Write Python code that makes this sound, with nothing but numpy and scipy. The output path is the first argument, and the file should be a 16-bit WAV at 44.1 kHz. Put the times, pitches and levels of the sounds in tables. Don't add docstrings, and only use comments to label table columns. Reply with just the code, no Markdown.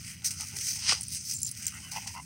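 import sys
import numpy as np
from scipy import signal
from scipy.fft import rfft, irfft
from scipy.io import wavfile
from scipy.ndimage import uniform_filter1d

SR = 44100
rng = np.random.default_rng(int(sys.argv[2]) if len(sys.argv) > 2 else 0)


def convert_level_to_amplitude(level_db):
    exponent = np.asarray(level_db, float) / 20
    return 10 ** exponent


def output_pcm(signal):
    pcm = np.clip(np.atleast_2d(signal).T, -1, 1) * 32767
    wavfile.write(sys.argv[1], SR, np.round(pcm).astype(np.int16))


N = 99225
T = np.arange(N) / SR


def rms_one(x):
    return x / np.sqrt(np.mean(x ** 2) + 1e-20)


def cut(x, hz, kind, order=2):
    return signal.sosfilt(signal.butter(order, hz, kind, fs=SR, output="sos"), x)


def drift(rate):
    r = np.exp(-32 * np.pi * rate / SR)
    noise = rng.standard_normal(N // 16 + 1002)
    slow = rms_one(signal.lfilter([1], [1, -2 * r, r * r], noise)[1000:])
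    return np.interp(np.arange(N) / 16, np.arange(len(slow)), slow)


def ring(x, hz, t60):
    r, w = convert_level_to_amplitude(-60 / (t60 * SR)), 2 * np.pi * hz / SR
    return signal.lfilter([0, np.sin(w)], [1, -2 * r * np.cos(w), r * r], x + 1e-18)


def resonance_filter(hz, width_hz):
    r = np.exp(-np.pi * width_hz / SR)
    return np.array([1, 0, -1]) * (1 - r * r) / 2, [1, -2 * r * np.cos(2 * np.pi * hz / SR), r * r]


def resonance(x, hz, width_hz):
    return signal.lfilter(*resonance_filter(hz, width_hz), x)


def glide(x, hz, width_hz):
    out, state = np.zeros(len(x)), np.zeros(2)
    for i in range(0, len(x), 128):
        b, a = resonance_filter(hz[i], width_hz)
        out[i:i + 128], state = signal.lfilter(b, a, x[i:i + 128], zi=state)
    return out


def swell(start, length, edge):
    return np.sin(np.pi / 2 * np.clip(np.minimum(T - start, start + length - T) / edge, 0, 1)) ** 2


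def hump(peak, rise, fall):
    return np.exp(-np.where(T < peak, ((peak - T) / rise) ** 2, 2 * (T - peak) / fall))


def clicks(s, gains):
    out = np.zeros(N)
    np.add.at(out, (np.asarray(s) * SR).astype(int), gains)
    return out


def rumble():
    # pitch in Hz, level in dB per Hz.
    traffic = [(20, -39), (50, -17), (85, -0.5), (165, -5), (230, -10.5), (320, -24.5), (430, -35.5),
               (1500, -40)]
    at, db = np.transpose(traffic)
    hz = np.arange(N // 2 + 1) * SR / N
    colour_db = np.interp(np.log(hz + 1), np.log(at), db, left=-60, right=-60)
    noise = irfft(rfft(rng.standard_normal(N)) * convert_level_to_amplitude(colour_db), N)
    return convert_level_to_amplitude(-49.5 + 0.58 * drift(5.2)) * rms_one(noise)


def whistles():
    # start in seconds, length in seconds, pitch in Hz, level in dB.
    nose_tones = [
        (1.822, .068, 3000, -50),
        (1.725, .06, 2960, -56),
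        (2.0, .045, 2550, -54),
        (1.885, .045, 2800, -57),
    ]
    waver = np.cumsum(20 * drift(40)) / SR
    out = np.zeros(N)
    for start, length, hz, db in nose_tones:
        level = convert_level_to_amplitude(db + 2.0 * drift(40)) * swell(start, length, 0.0084)
        out += level * np.sin(2 * np.pi * (hz * T + waver))
    return out


def pants():
    # start in seconds, length in seconds, level in dB, mouth pitch in Hz, mouth pitch at the end in Hz.
    breaths = [(0, 0.15, -69, 1360, 1390), (0.206, 0.082, -68, 830, 850), (0.212, 0.21, -61.5, 1530, 1330),
               (0.302, 0.044, -67.5, 920, 890), (0.388, 0.065, -57, 890, 890),
               (.395, 0.063, -54.5, 1380, 1220), (0.464, 0.088, -66, 1460, 1450),
               (0.514, 0.079, -61.5, 870, 813), (0.527, 0.085, -63, 393, 376),
               (0.513, 0.13, -62, 1490, 1450), (0.649, 0.1, -71.5, 900, 850),
               (0.748, 0.058, -63.5, 890, 840), (0.942, 0.08, -59.5, 915, 810),
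               (1.586, 0.12, -56, 1670, 1600), (1.598, 0.073, -71, 775, 710),
               (1.714, 0.085, -53, 1280, 1630), (1.734, 0.064, -53.5, 1770, 2060),
               (1.722, 0.1, -64.5, 970, 790), (1.819, 0.066, -61, 1090, 1140),
               (1.826, 0.11, -57.5, 1540, 1610), (1.849, 0.065, -70, 710, 710),
               (1.916, 0.036, -48.5, 900, 880), (1.936, 0.05, -55.5, 800, 740),
               (1.949, 0.046, -38, 875, 885), (1.956, 0.024, -47.5, 1490, 1270),
               (2.002, 0.066, -59.5, 890, 800), (2.054, 0.037, -51, 830, 764),
               (2.048, 0.076, -57, 950, 935), (2.136, 0.042, -45, 960, 970),
               (2.157, 0.056, -43.5, 1050, 910), (2.159, 0.028, -45.5, 1350, 1200)]
    # pitch in Hz, width in Hz, level in dB.
    throat_peaks = [(2055, 103, -15), (2700, 140, -16)]
    pulse_hz, pulse_jitter, breath_share, edge_s = 84.56, 0.25, 0.82, 0.016
    phase = np.cumsum(pulse_hz * (1 + pulse_jitter * drift(50))) / SR
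    puff = np.exp(-3.0 * (phase % 1)) * convert_level_to_amplitude(0.6 * drift(51))
    pulses = rms_one(cut(np.diff(puff, prepend=0).clip(0), 1150, "low"))
    breath = rms_one((3.6 + puff) * rng.standard_normal(N))
    flow = np.sqrt(1 - breath_share) * pulses + np.sqrt(breath_share) * breath
    mouth, throat = np.zeros(N), np.zeros(N)
    for start, length, db, hz, end_hz in breaths:
        part = slice(int(start * SR), int((start + length) * SR) + 1500)
        effort = convert_level_to_amplitude(db) * swell(start, length, edge_s)[part]
        track = np.interp(T[part], [start, start + length], [hz, end_hz])
        voice = glide(flow[part], track, 160 * (hz / 900) ** 0.55)
        voice = glide(voice, track, hz / 4)
        even = voice / np.sqrt(uniform_filter1d(voice ** 2, size=900) + 1e-12)
        mouth[part] += effort * even
        throat[part] += convert_level_to_amplitude(27.5) * effort * flow[part]
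    upper = sum(convert_level_to_amplitude(db) * resonance(throat, hz, width_hz) for hz, width_hz, db in throat_peaks)
    return mouth - cut(upper, [1850, 3300], "band", order=3)


def snap():
    # time in seconds, peak in dB, pitch in Hz, time to fall 60 dB in seconds.
    jaw_rings = [
        (.922, -21, 1165, 0.03),
        (0.9234, -24.5, 1440, 0.021),
        (0.9232, -38, 2020, 0.017),
        (.923, -40, 770, 0.03),
        (.924, -37.5, 510, 0.061),
        (0.925, -38, 297, 0.024),
    ]
    knock = sum(ring(clicks([s], convert_level_to_amplitude(db)), hz, t60) for s, db, hz, t60 in jaw_rings)
    return cut(cut(knock, 270, "high", order=4), 3900, "low")


def snort():
    # peak time in seconds, rise in seconds, fall in seconds, level in dB.
    blasts = [
        (0.925, 0.041, 0.016, -24),
        (0.98, 0.052, 0.034, -45.5),
        (0.854, 0.044, 0.032, -41.5),
    ]
    # pitch in Hz, width in Hz, level in dB.
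    nostrils = [(4840, 2500, -3.5), (2700, 870, -0.5), (1940, 290, 2.5), (1070, 1300, -9.5),
                (8660, 5800, -10.5)]
    air = convert_level_to_amplitude(2.16 * drift(117)) * rng.standard_normal(N)
    nose = np.zeros(N)
    for k, (hz, width_hz, db) in enumerate(nostrils):
        nose += convert_level_to_amplitude(db) * resonance(air, hz, width_hz) * (-1) ** k
    power = sum(convert_level_to_amplitude(2 * db) * hump(peak, rise, fall) for peak, rise, fall, db in blasts)
    return np.sqrt(power) * cut(rms_one(nose), [750, 9200], "band", order=3)


def tags():
    # time in seconds, peak in dB, loudest pitch in Hz, free ringing in seconds.
    touches = [(1.01, -21.5, 9450, 0.0028), (1.0092, -37, 8300, 0.0076), (1.019, -38, 8950, .002),
               (1.031, -27, 10050, 0.0026), (1.0316, -31, 8300, 0.00083), (1.034, -31.5, 7280, 0.0046),
               (1.0823, -31, 8950, 0.0034), (1.337, -45, 8300, 0.0082), (1.337, -20, 11600, 0.0072),
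               (1.347, -20.5, 7280, 0.017), (1.3655, -22.5, 7280, .007), (1.388, -25.5, 7280, 0.0027),
               (1.404, -26, 11600, .003), (1.417, -24, 7280, 0.0048), (1.418, -28, 10050, 0.016),
               (1.431, -12, 7280, 0.0018), (1.437, -29, 7280, 0.015), (1.448, -22.5, 7280, 0.0075),
               (1.465, -20, 7280, 0.008), (1.4655, -32, 10050, .005), (1.472, -35, 7280, .003),
               (1.489, -29.5, 10050, 0.0036), (1.5135, -21.5, 10050, 0.0015), (1.5148, -27, 10050, 0.0091),
               (1.515, -39, 8300, 0.0044), (1.667, -16.5, 7280, 0.0022), (1.667, -26, 12200, 0.0035),
               (1.674, -26.5, 8300, 0.00071), (1.682, -21, 12200, 0.0026), (1.746, -33, 7280, 0.0029)]
    # pitch in Hz, level in dB, time to fall 60 dB when free in seconds.
    modes = [(7280, 0, .15), (8300, 0, .1), (8950, 0, .05), (9450, 0, .05), (10050, 0, .08),
             (11600, 0, .08), (12200, 0, .06), (15720, 9, .035)]
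    favour_db, favour_hz, damped_t60_s = 20, 250, 0.013
    luck = rng.normal(0, 5, (len(touches), len(modes)))
    t, rings = T[:4000], np.zeros(N)
    hz, level_db, t60 = np.transpose(modes)[:, :, None]
    for (s, db, pitch, free), chance in zip(touches, luck):
        nearness = np.exp(-((pitch - hz) / favour_hz) ** 2)
        favour = (chance[:, None] - favour_db) * (0.5 - nearness)
        loss_db = 60 * (t / t60 + np.clip(t - free, 0, None) / damped_t60_s)
        mode_level = convert_level_to_amplitude(db - 14.5 + level_db + favour - loss_db)
        rings[int(s * SR):][:len(t)] += np.sum(mode_level * np.sin(2 * np.pi * hz * t), axis=0)
    s, db, _, free = np.transpose(touches)
    hit = clicks(s, convert_level_to_amplitude(db - 4 - 700 * free))
    tick = signal.lfilter([1], [1, -convert_level_to_amplitude(-60 / (0.011 * SR))], hit) * rng.standard_normal(N)
    return cut(rings, 6360, "high", order=4) + cut(tick, [7000, 14000], "band")


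def pebbles():
    # time in seconds, peak in dB, weight of the low knock in dB.
    clacks = [(0.2208, -26, 14), (0.2454, -2.5, -1), (0.307, -32, -4), (0.4090, -2.5, 1.5), (0.42, -17, 8),
              (0.473, -10.5, -6), (0.4852, -9.5, -12), (0.5654, -12, -16), (0.5876, -2, -12),
              (0.7212, -6, -6), (0.738, -12, -5), (1.009, -10.5, 4), (1.0195, -10.5, -1), (1.038, -13, -15),
              (1.0516, -18, -15), (1.033, -19, -20), (1.084, -23, -4), (1.132, -20, -13),
              (1.1486, -3.5, -6), (1.3225, -3.5, -17), (1.4042, -25, -8), (1.4725, -24, 2),
              (1.477, -21, -10), (1.478, -10, -19), (1.491, -10, -15), (1.551, -15, -5), (1.5738, -22, -12),
              (1.6562, -8.5, -15), (1.666, -10.5, 5.5), (1.674, -11, 0), (1.6803, -7, -18),
              (1.685, -13, -12), (1.913, -27, -8), (2.0725, -8.5, -3), (2.0765, -10, 6)]
    s, db, weight_db = np.transpose(clacks)
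    splinter, out = rng.standard_normal(N), np.zeros(N)
    for level_db, band in ((db, [3600, 18000]), (db + weight_db, [1760, 3600])):
        hit = clicks(s, convert_level_to_amplitude(level_db - 7.5))
        tail = signal.lfilter([1], [1, -convert_level_to_amplitude(-60 / (0.009 * SR))], hit) * splinter
        out += cut(hit + convert_level_to_amplitude(-17) * tail, band, "band", order=3)
    return out


def gravel():
    # time in seconds, level in dB, weight of the heavier stones in dB.
    shuffle = [
        (0, -48, -6),
        (.19, -58.5, -5.5),
        (.41, -42, -9),
        (.54, -46, -7),
        (.77, -40, -10),
        (1.0, -46.5, -11.5),
        (1.42, -47, -14),
        (1.54, -55.5, -4.5),
        (1.7, -50, -1.5),
        (2.25, -52, -9.5),
    ]
    # peak in seconds, rise in seconds, fall in seconds, level in dB, weight in dB.
    drags = [(.09, 0.029, 0.071, -44, -4), (.247, 0.00099, 0.016, -29, -15),
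             (0.268, 0.01, 0.016, -25.5, -17.5), (0.31, 0.0034, 0.017, -33, -10),
             (0.414, 0.0074, 0.023, -38.5, -11), (0.57, 0.003, 0.016, -34.5, -10.5),
             (0.619, 0.035, 0.05, -40, -9.5), (0.693, 0.044, 0.047, -32, -15),
             (1.137, 0.026, .01, -38, -19), (1.169, .015, 0.014, -33.5, -14.5),
             (1.261, 0.01, 0.042, -40.5, -36), (1.327, 0.038, 0.025, -36.5, -15.5),
             (1.48, 0.014, 0.021, -38.5, -40), (1.573, .001, 0.019, -40, -21),
             (1.641, 0.082, 0.12, -43.5, -9.5), (1.682, 0.0035, 0.016, -41.5, -20),
             (1.918, 0.004, 0.033, -36, -10), (1.966, 0.015, 0.047, -40.5, 0.5),
             (2.075, 0.0053, 0.053, -41.5, -4.5)]
    grains_per_s, grain_spread_db, patchy_db = 3500, 4.5, 2.0
    stone_count, stone_cycles = 14, 15.5

    s, level_db, weight_db = np.transpose(shuffle)
    light = convert_level_to_amplitude(2 * np.interp(T, s, level_db))
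    heavy = convert_level_to_amplitude(2 * np.interp(T, s, level_db + weight_db))
    for peak, rise, fall, db, weight in drags:
        shape = hump(peak, rise, fall)
        light += convert_level_to_amplitude(2 * db) * shape
        heavy += convert_level_to_amplitude(2 * (db + weight)) * shape

    sizes = convert_level_to_amplitude(grain_spread_db * np.minimum(rng.exponential(1, N), 4)) * rng.choice([-1, 1], N)
    grains = rms_one(sizes * (rng.random(N) < grains_per_s * convert_level_to_amplitude(5 * drift(60)) / SR))
    rustle = convert_level_to_amplitude(0.32 * drift(55)) * rng.standard_normal(N)
    rub = cut(grains + rustle, 4340, "high", order=3)
    edges = np.geomspace(3000, 17000, num=7)
    grit = np.zeros(N)
    for k, band in enumerate(zip(edges, edges[1:])):
        grit += convert_level_to_amplitude(patchy_db * drift(8.1)) * cut(rub, list(band), "band") * (-1) ** k

    dealt = rng.integers(0, stone_count, N)
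    stones = np.zeros(N)
    for k, hz in enumerate(np.geomspace(1458, 3253, num=stone_count)):
        struck = (grains + rng.standard_normal(N)) * (dealt == k)
        level = convert_level_to_amplitude(6.3 * np.log2(hz / 2000) + patchy_db * drift(12.0))
        stones += level * rms_one(ring(struck, hz, stone_cycles / hz))
    stones = cut(cut(stones, 1690, "high", order=4), 2400, "low")
    return np.sqrt(light) * rms_one(grit) + np.sqrt(heavy) * rms_one(stones)


def scene():
    near = gravel() + snort() + pebbles() + tags() + pants() + snap() + whistles()
    dull = cut(near, 6600, "low")
    echo = sum(np.pad(dull, (int(lag_s * SR), 0))[:N] for lag_s in (.009, .017, .026))
    return (near + convert_level_to_amplitude(-22) * echo + rumble())[None]


def low_pass(x):
    return signal.sosfilt(signal.butter(12, 17150, fs=SR, output="sos"), x)


def record(dry):
    # pitch in Hz, width in Hz, peak or dip in dB.
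    port = [(1140, 67, -2.5), (1695, 240, -9.5), (1970, 250, 1), (2250, 170, -1.5), (3565, 510, -7.5),
            (4970, 440, 7.5), (6090, 638, 11), (7256, 1370, -7.5), (8430, 1200, 10.5), (11530, 1130, -11.5),
            (13400, 5200, -1), (15700, 810, 5)]
    x = cut(dry, 8400, "low", order=1)
    for hz, width_hz, db in port:
        x = x + (convert_level_to_amplitude(db) - 1) * resonance(x, hz, width_hz * max(1, convert_level_to_amplitude(-db / 2)))
    x = signal.sosfilt(signal.cheby2(14, 32, 16100, fs=SR, output="sos"), x)
    return low_pass(x)


dry = scene()
out = record(dry)
output_pcm(out)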